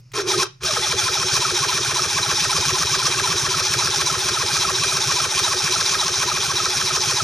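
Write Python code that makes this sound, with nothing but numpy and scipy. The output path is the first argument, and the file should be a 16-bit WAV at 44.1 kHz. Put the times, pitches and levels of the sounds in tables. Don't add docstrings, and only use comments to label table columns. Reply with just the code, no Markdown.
import sys
import numpy as np
from scipy import signal
from scipy.fft import rfft, irfft
from scipy.io import wavfile
from scipy.ndimage import uniform_filter1d

SR = 44100
rng = np.random.default_rng(int(sys.argv[2]) if len(sys.argv) > 2 else 0)


def transcribe(u):
    v = np.clip(np.atleast_2d(u).T, -1, 1)
    q = np.round(v * 32767).astype(np.int16)
    wavfile.write(sys.argv[1], SR, q)


def volts(x):
    e = np.asarray(x, float) / 20
    return 10 ** e


N = 318843
T, F = np.arange(N) / SR, np.fft.rfftfreq(N, 1 / SR)

# time in seconds, crank angle in cycles, drive level in dB.
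TAP = [(.136, -1.33, -38), (.165, -1.27, -28), (.215, -1.17, -30), (.232, -1.15, -41), (.262, -1.13, -38),
       (.278, -1.1, -25), (.345, -.9, -21.5), (.435, -.71, -22.5), (.448, -.69, -45)]
# time in seconds, crank angle in cycles, drive level in dB.
RESTART = [(.606, -.66, -58), (.625, -.65, -36), (.64, -.63, -25.5), (.685, -.51, -24), (.755, -.25, -24)]
# position of fastest turning in cycles, tooth rate there in Hz,
# position of slowest turning in cycles, tooth rate there in Hz, gear load in dB.
CYLINDERS = [
    (-.015, 999.6, 0.11, 619.9, -1),
    (.245, 1126, 0.32, 454.3, -2),
    (.48, 940, .625, 699.6, -3),
    (.755, 1123, 0.83, 493, -0.5),
]
RUNNING_DB = -22.5


def over_hz(table):
    hz, value = np.transpose(table)
    return np.interp(np.log(F + 1), np.log(hz + 1), value)


def colour(x, db):
    return irfft(rfft(x) * volts(db), N)


def unit(x):
    return x / np.sqrt(np.mean(x ** 2))


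def ring(x, hz, width):
    return signal.lfilter(*signal.iirpeak(hz, hz / width, fs=SR), x)


def walk(rate):
    hold = int(SR / rate)
    steps = np.repeat(rng.standard_normal(N // hold + 1), hold)
    return 1.3 * uniform_filter1d(uniform_filter1d(steps, hold), hold)[:N]


def shop_air():
    # frequency in Hz, spectral density in dB per Hz.
    ambient = [(18, -88), (30, -17), (86, -34), (122, -6), (200, -37), (800, -52), (1250, -47), (1740, -52),
               (2600, -44), (3340, -58), (5380, -40), (8030, -61), (12000, -62), (15600, -89),
               (22000, -120)]
    return volts(-50) * unit(colour(rng.standard_normal(N), over_hz(ambient)))


def room(x, colour_db, t60):
    t = T[:SR // 2]
    tails = rng.standard_normal((2, len(t))) * np.exp(-np.log(1000) * t / t60) * (t > .002)
    tails /= np.sqrt(np.sum(tails ** 2, axis=1, keepdims=True))
    return signal.fftconvolve(colour(x, over_hz(colour_db))[None], tails, axes=1)[:, :N]


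def ports(x):
    # frequency in Hz, lead of the left port in radians.
    lead = [(30, 0), (500, .1), (2150, .5), (2760, 1.1), (4130, .3), (6980, .1), (7490, .8), (8960, 1.2),
            (9300, .6), (11400, .8), (13000, 1.5)]
    # frequency in Hz, left minus right level in dB.
    balance = [(60, 0), (300, 0), (700, .5), (1300, .3), (4400, 0), (8100, -1), (15000, 0)]
    half = over_hz(balance) * np.log(10) / 40 + .5j * over_hz(lead)
    return np.array([irfft(rfft(x) * np.exp(side * half), N) for side in (1, -1)])


def switch():
    # time in seconds, peak level in dB.
    clicks = [(0.118, -36), (0.138, -34), (0.611, -50), (0.634, -18)]
    out, t = np.zeros(N), T[:800]
    for s, db in clicks:
        start = int(s * SR)
        burst = rng.standard_normal(len(t)) * np.exp(-t / 0.0042)
        out[start:start + len(t)] += volts(db) * burst
    return ring(out, 2200, 3313)


def board(turn, push_db):
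    knocks = np.diff(np.floor(turn / 7), prepend=0) * 30 + .5 * rng.standard_normal(N)
    push = volts(push_db + 1.2 * walk(25)) * knocks
    main_mode = ring(ring(push, 367.0, 36.0), 380, 64)
    return unit(main_mode + 0.55 * ring(ring(push, 406, 54), 454, 180))


def shaft(turn, hum_db):
    spin = 2 * np.pi * turn / 7
    hum = np.sin(spin + 0.68 * walk(40)) + 0.25 * np.sin(spin / 2) + 0.24 * np.sin(2 * spin)
    return unit(ring(volts(1.2 * hum_db + 1.3 * walk(20)) * hum, 130, 220))


def rattle(turn, stroke_db, loads_db, hum_db):
    # frequency in Hz, spectral density in dB per Hz.
    spectrum = [(30, -9), (70, -2), (130, 7), (296, -16.5), (400, -42), (600, -16), (1030, -4.5),
                (1500, -6), (2000, -10), (3200, -5.5), (5500, -1.5), (8000, -16.5), (12000, -24.5),
                (15700, -43)]
    # frequency in Hz, width in Hz, level in dB.
    casing = [(530, 225, 7), (786, 130, -5.5), (978, 42, -17), (2000, 130, -5.5), (2400, 250, 5),
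              (2621, 330, 3.5), (2840, 130, -9), (3148, 100, 5.5), (3430, 33, 5), (3960, 300, 4),
              (4690, 470, -11), (4738, 380, 11), (5620, 580, 5.5), (6080, 130, 8), (6410, 300, 6.5),
              (7130, 560, 2.5), (9140, 1320, 11)]
    strength = volts(2.46 * rng.standard_normal(int(turn[-1]) + 2))
    tooth = strength[turn.astype(int)] * (1.0 + np.exp(-(turn % 1) / 0.048))
    shape = over_hz(spectrum)
    shape += sum(db / (1 + (2 * (F - hz) / w) ** 2) for hz, w, db in casing)
    shape -= 12 / (1 + (F / 200) ** 4)

    load, squeak, hum = (c - c.mean() for c in (loads_db.max(axis=0), loads_db[-1], hum_db))
    common, out = volts(stroke_db + 0.53 * walk(70) + 0.29 * walk(30)), 0
    for hz in 100 * 2 ** np.arange(0, 7.5, .5):
        band = np.clip(1 - 2 * np.abs(np.log2(np.maximum(F, 100) / hz)), 0, 1) ** .5
        follow = .22 * np.exp(-(np.log2(hz / 900) / .9) ** 2) * load
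        follow += .12 * np.exp(-(np.log2(hz / 3800) / .4) ** 2) * squeak
        follow += .9 * (hz < 250) * hum
        noise = irfft(rfft(tooth * rng.standard_normal(N)) * band * volts(shape), N)
        out = out + volts(1.35 * walk(60) + follow) * noise
    return unit(out * common)


def whine(turn, loads_db):
    orders = (1, 2, 7 / 3, 4)
    wobble = (.4, .5, .95, .45)
    # frequency in Hz, width in Hz, level in dB.
    modes = [(458, 112, 9.5), (623, 135, 3), (849, 108, 5.5), (1034, 72, 5.5), (1159, 228, 5),
             (1257, 230, 10), (1537, 127, 6.5), (1853, 34, 10), (2347, 115, 2), (2530, 67, 4),
             (3450, 99, 20), (3851.6, 270, 17.5)]
    tone = 0
    for k, rough, db in zip(orders, wobble, loads_db):
        level = volts(db + 1.2 * walk(25) + 1.8 * walk(90))
        tone = tone + level * np.sin(2 * np.pi * k * turn + rough * walk(250))
    block = sum(volts(db) * ring(ring(tone, hz, w), hz, 3 * w) for hz, w, db in modes)
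    return unit(block + 0.52 * ring(tone, 720, 570))


def cycle():
    # lag in cycles, spread in cycles, level in dB.
    soft = [(0.02, 0.099, 5), (0.1026, .028, 2), (-0.0055, 0.058, -1), (-0.0081, 0.051, -5),
            (0.19, 0.081, 3), (0.16, 0.062, 2.5), (0.086, 0.011, -1)]
    hard = [(.005, .065, 3.5), (.035, .02, 3), (.01, .06, 4), (.05, .03, -20), (.125, .065, 3),
            (.11, .06, 8), (.11, .05, -3)]
    rest_db = [-12, -22, -12, -24, -12, -6, 1]
    # lag in cycles, spread in cycles, rattle level in dB.
    clack = (.02, .012, 3)
    fall, rise = 1.3, 2.1
    at = np.arange(0, 1, 1 / 400)
    top, fast, low, slow, load = np.transpose(CYLINDERS)
    since = (at - top[:, None]) % 1
    k = since.argmin(axis=0)
    u, drop, gap = since.min(axis=0), (low - top)[k], ((np.roll(top, -1) - top) % 1)[k]
    falling = slow[k] + (fast - slow)[k] * np.clip(1 - u / drop, 0, 1) ** fall
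    recovered = 1 - np.clip((gap - u) / (gap - drop), 0, 1) ** rise
    rising = (np.roll(fast, -1) - slow)[k] * recovered

    def bump(c, lag, spread):
        return np.exp(-(((since[c] - lag + .5) % 1 - .5) / spread) ** 2)

    levels = []
    for j, (rest, *pair) in enumerate(zip(rest_db, soft, hard)):
        level = rest + np.zeros(len(at))
        for c, (lag, spread, db) in enumerate(2 * pair):
            level += (db + load[c] * (j < 4) - rest) * bump(c, lag, spread)
        levels.append(level)
    levels = np.array(levels)
    levels[-1] += clack[2] * (bump(1, *clack[:2]) + bump(-1, *clack[:2]))
    return at, falling + rising, levels


def crank():
    # start in seconds, half-way point in seconds,
    # relative rattle at the first hard compression in dB, and at the second in dB.
    cycles = np.array([(0.845, 0.993, -2.5, 0.5), (1.15, 1.292, 0, 2.3), (1.428, 1.569, 0, -0.2),
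                       (1.702, 1.842, 0, 0), (1.97, 2.109, 0.5, 0), (2.241, 2.373, 1, -0.5),
                       (2.507, 2.633, 1.5, 1), (2.76, 2.882, 1.5, 2), (3.005, 3.127, 1.5, 1),
                       (3.25, 3.392, 1, 1), (3.519, 3.663, -0.5, 0.5), (3.8, 3.934, -0.5, -0.3),
                       (4.077, 4.212, 0, 1), (4.35, 4.486, 0.5, 1), (4.626, 4.764, -0.5, 2),
                       (4.899, 5.03, -0.5, 2), (5.176, 5.316, -0.5, 2), (5.456, 5.596, 0, 0.5),
                       (5.737, 5.872, 1.5, 1), (6.005, 6.148, -1.5, 1), (6.292, 6.435, -0.3, 0.5),
                       (6.577, 6.725, -1, 1.5), (6.882, 7.032, -1, 0), (7.176, 7.337, 1, 0)])
    halves, starts = cycles[:, :2].ravel(), cycles[:, 0]
    s, early, _ = np.transpose(TAP + RESTART)
    angle = np.interp(T, np.r_[s, halves], np.r_[early, np.arange(len(halves)) / 2])
    pace = np.interp(T, (starts[1:] + starts[:-1]) / 2, (.275 / np.diff(starts)) ** .3)
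    pace *= 1 - .35 * np.exp(-np.abs(T - RESTART[0][0]) / .15) * (T > TAP[-1][0])
    at, hz, levels = cycle()
    hz, *levels = (np.interp(angle, at, c, period=1) for c in (hz, *levels))
    bites = np.c_[cycles[:, 2:].ravel(), np.zeros(len(halves))].ravel()
    bite = np.interp(angle, CYLINDERS[1][2] + np.arange(-1, len(bites)) / 4, np.r_[0, bites])
    bite += -7.5 * np.exp(-((angle + 1 - CYLINDERS[0][2] - .03) / 0.042) ** 2)
    return hz * pace * (1 + .012 * walk(14)), bite, np.array(levels[:4]), *levels[4:]


def scene():
    # time in seconds, shaft level in dB.
    intake = [(.9, -2), (2.2, -3), (2.6, 2.5), (3.4, 1.5), (4.5, -1), (5, -5), (7.2, -2.5)]
    # frequency in Hz, level in dB.
    room_db = [(30, -12), (80, -22.5), (400, -12), (1500, -15), (3000, -8), (6000, -14.5), (9000, -22),
               (14000, -24)]
    # frequency in Hz, level against direct in dB.
    near_db = [(30, -10), (100, -22), (500, -13), (1200, -17), (2400, -8), (4500, -14), (8000, -5),
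               (11000, 0), (13000, 6)]
    hz, bite_db, load_db, hum_db, push_db, stroke_db = crank()
    turn = np.cumsum(hz) / SR
    s, _, drive = np.transpose(TAP + RESTART)
    drive_db = np.interp(T, s, drive) - RUNNING_DB
    tap = (T > s[0]) & (T < TAP[-1][0] + 0.025)
    on = uniform_filter1d(1. * (tap | (T > RESTART[0][0])), size=200)
    stand_db = .35 * drive_db - 16 * np.exp(-np.abs(T - RESTART[0][0]) / 0.017)

    teeth = volts(bite_db) * rattle(turn, stroke_db, load_db, hum_db)
    labour = np.clip(-drive_db / 8, 0, 1) * volts(-20 + 0.26 * drive_db)
    engine = volts(RUNNING_DB + 1.0 + drive_db) * teeth + labour * ring(teeth, 1070, 910)
    engine += volts(-27.5 + 1.2 * drive_db) * whine(turn, load_db)
    shaft_db = -37.5 + stand_db - 5 * tap + np.interp(T, *np.transpose(intake))
    engine += volts(shaft_db) * shaft(turn, hum_db)

    jolt_db = 11.5 * np.exp(-((T - .19) / 0.025) ** 2)
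    board_db = -35.5 + stand_db + 9.5 * tap + jolt_db
    boom = ring(on * volts(board_db) * board(turn, push_db * (1 - 0.33 * tap)), 389.0, 76)
    dry = on * engine + boom + switch()
    heard = dry + shop_air()
    return ports(heard) + room(heard, room_db, t60=0.26) + room(dry, near_db, t60=0.045)


def band_limit(x):
    return signal.sosfilt(signal.butter(12, 15890, fs=SR, output="sos"), x)


def record(dry):
    top = signal.ellip(8, .2, 70, 15700, fs=SR, output="sos")
    rounded = np.tanh(1.975 * dry) / 1.732
    return band_limit(signal.sosfilt(top, rounded))


dry = scene()
out = record(dry)
transcribe(out)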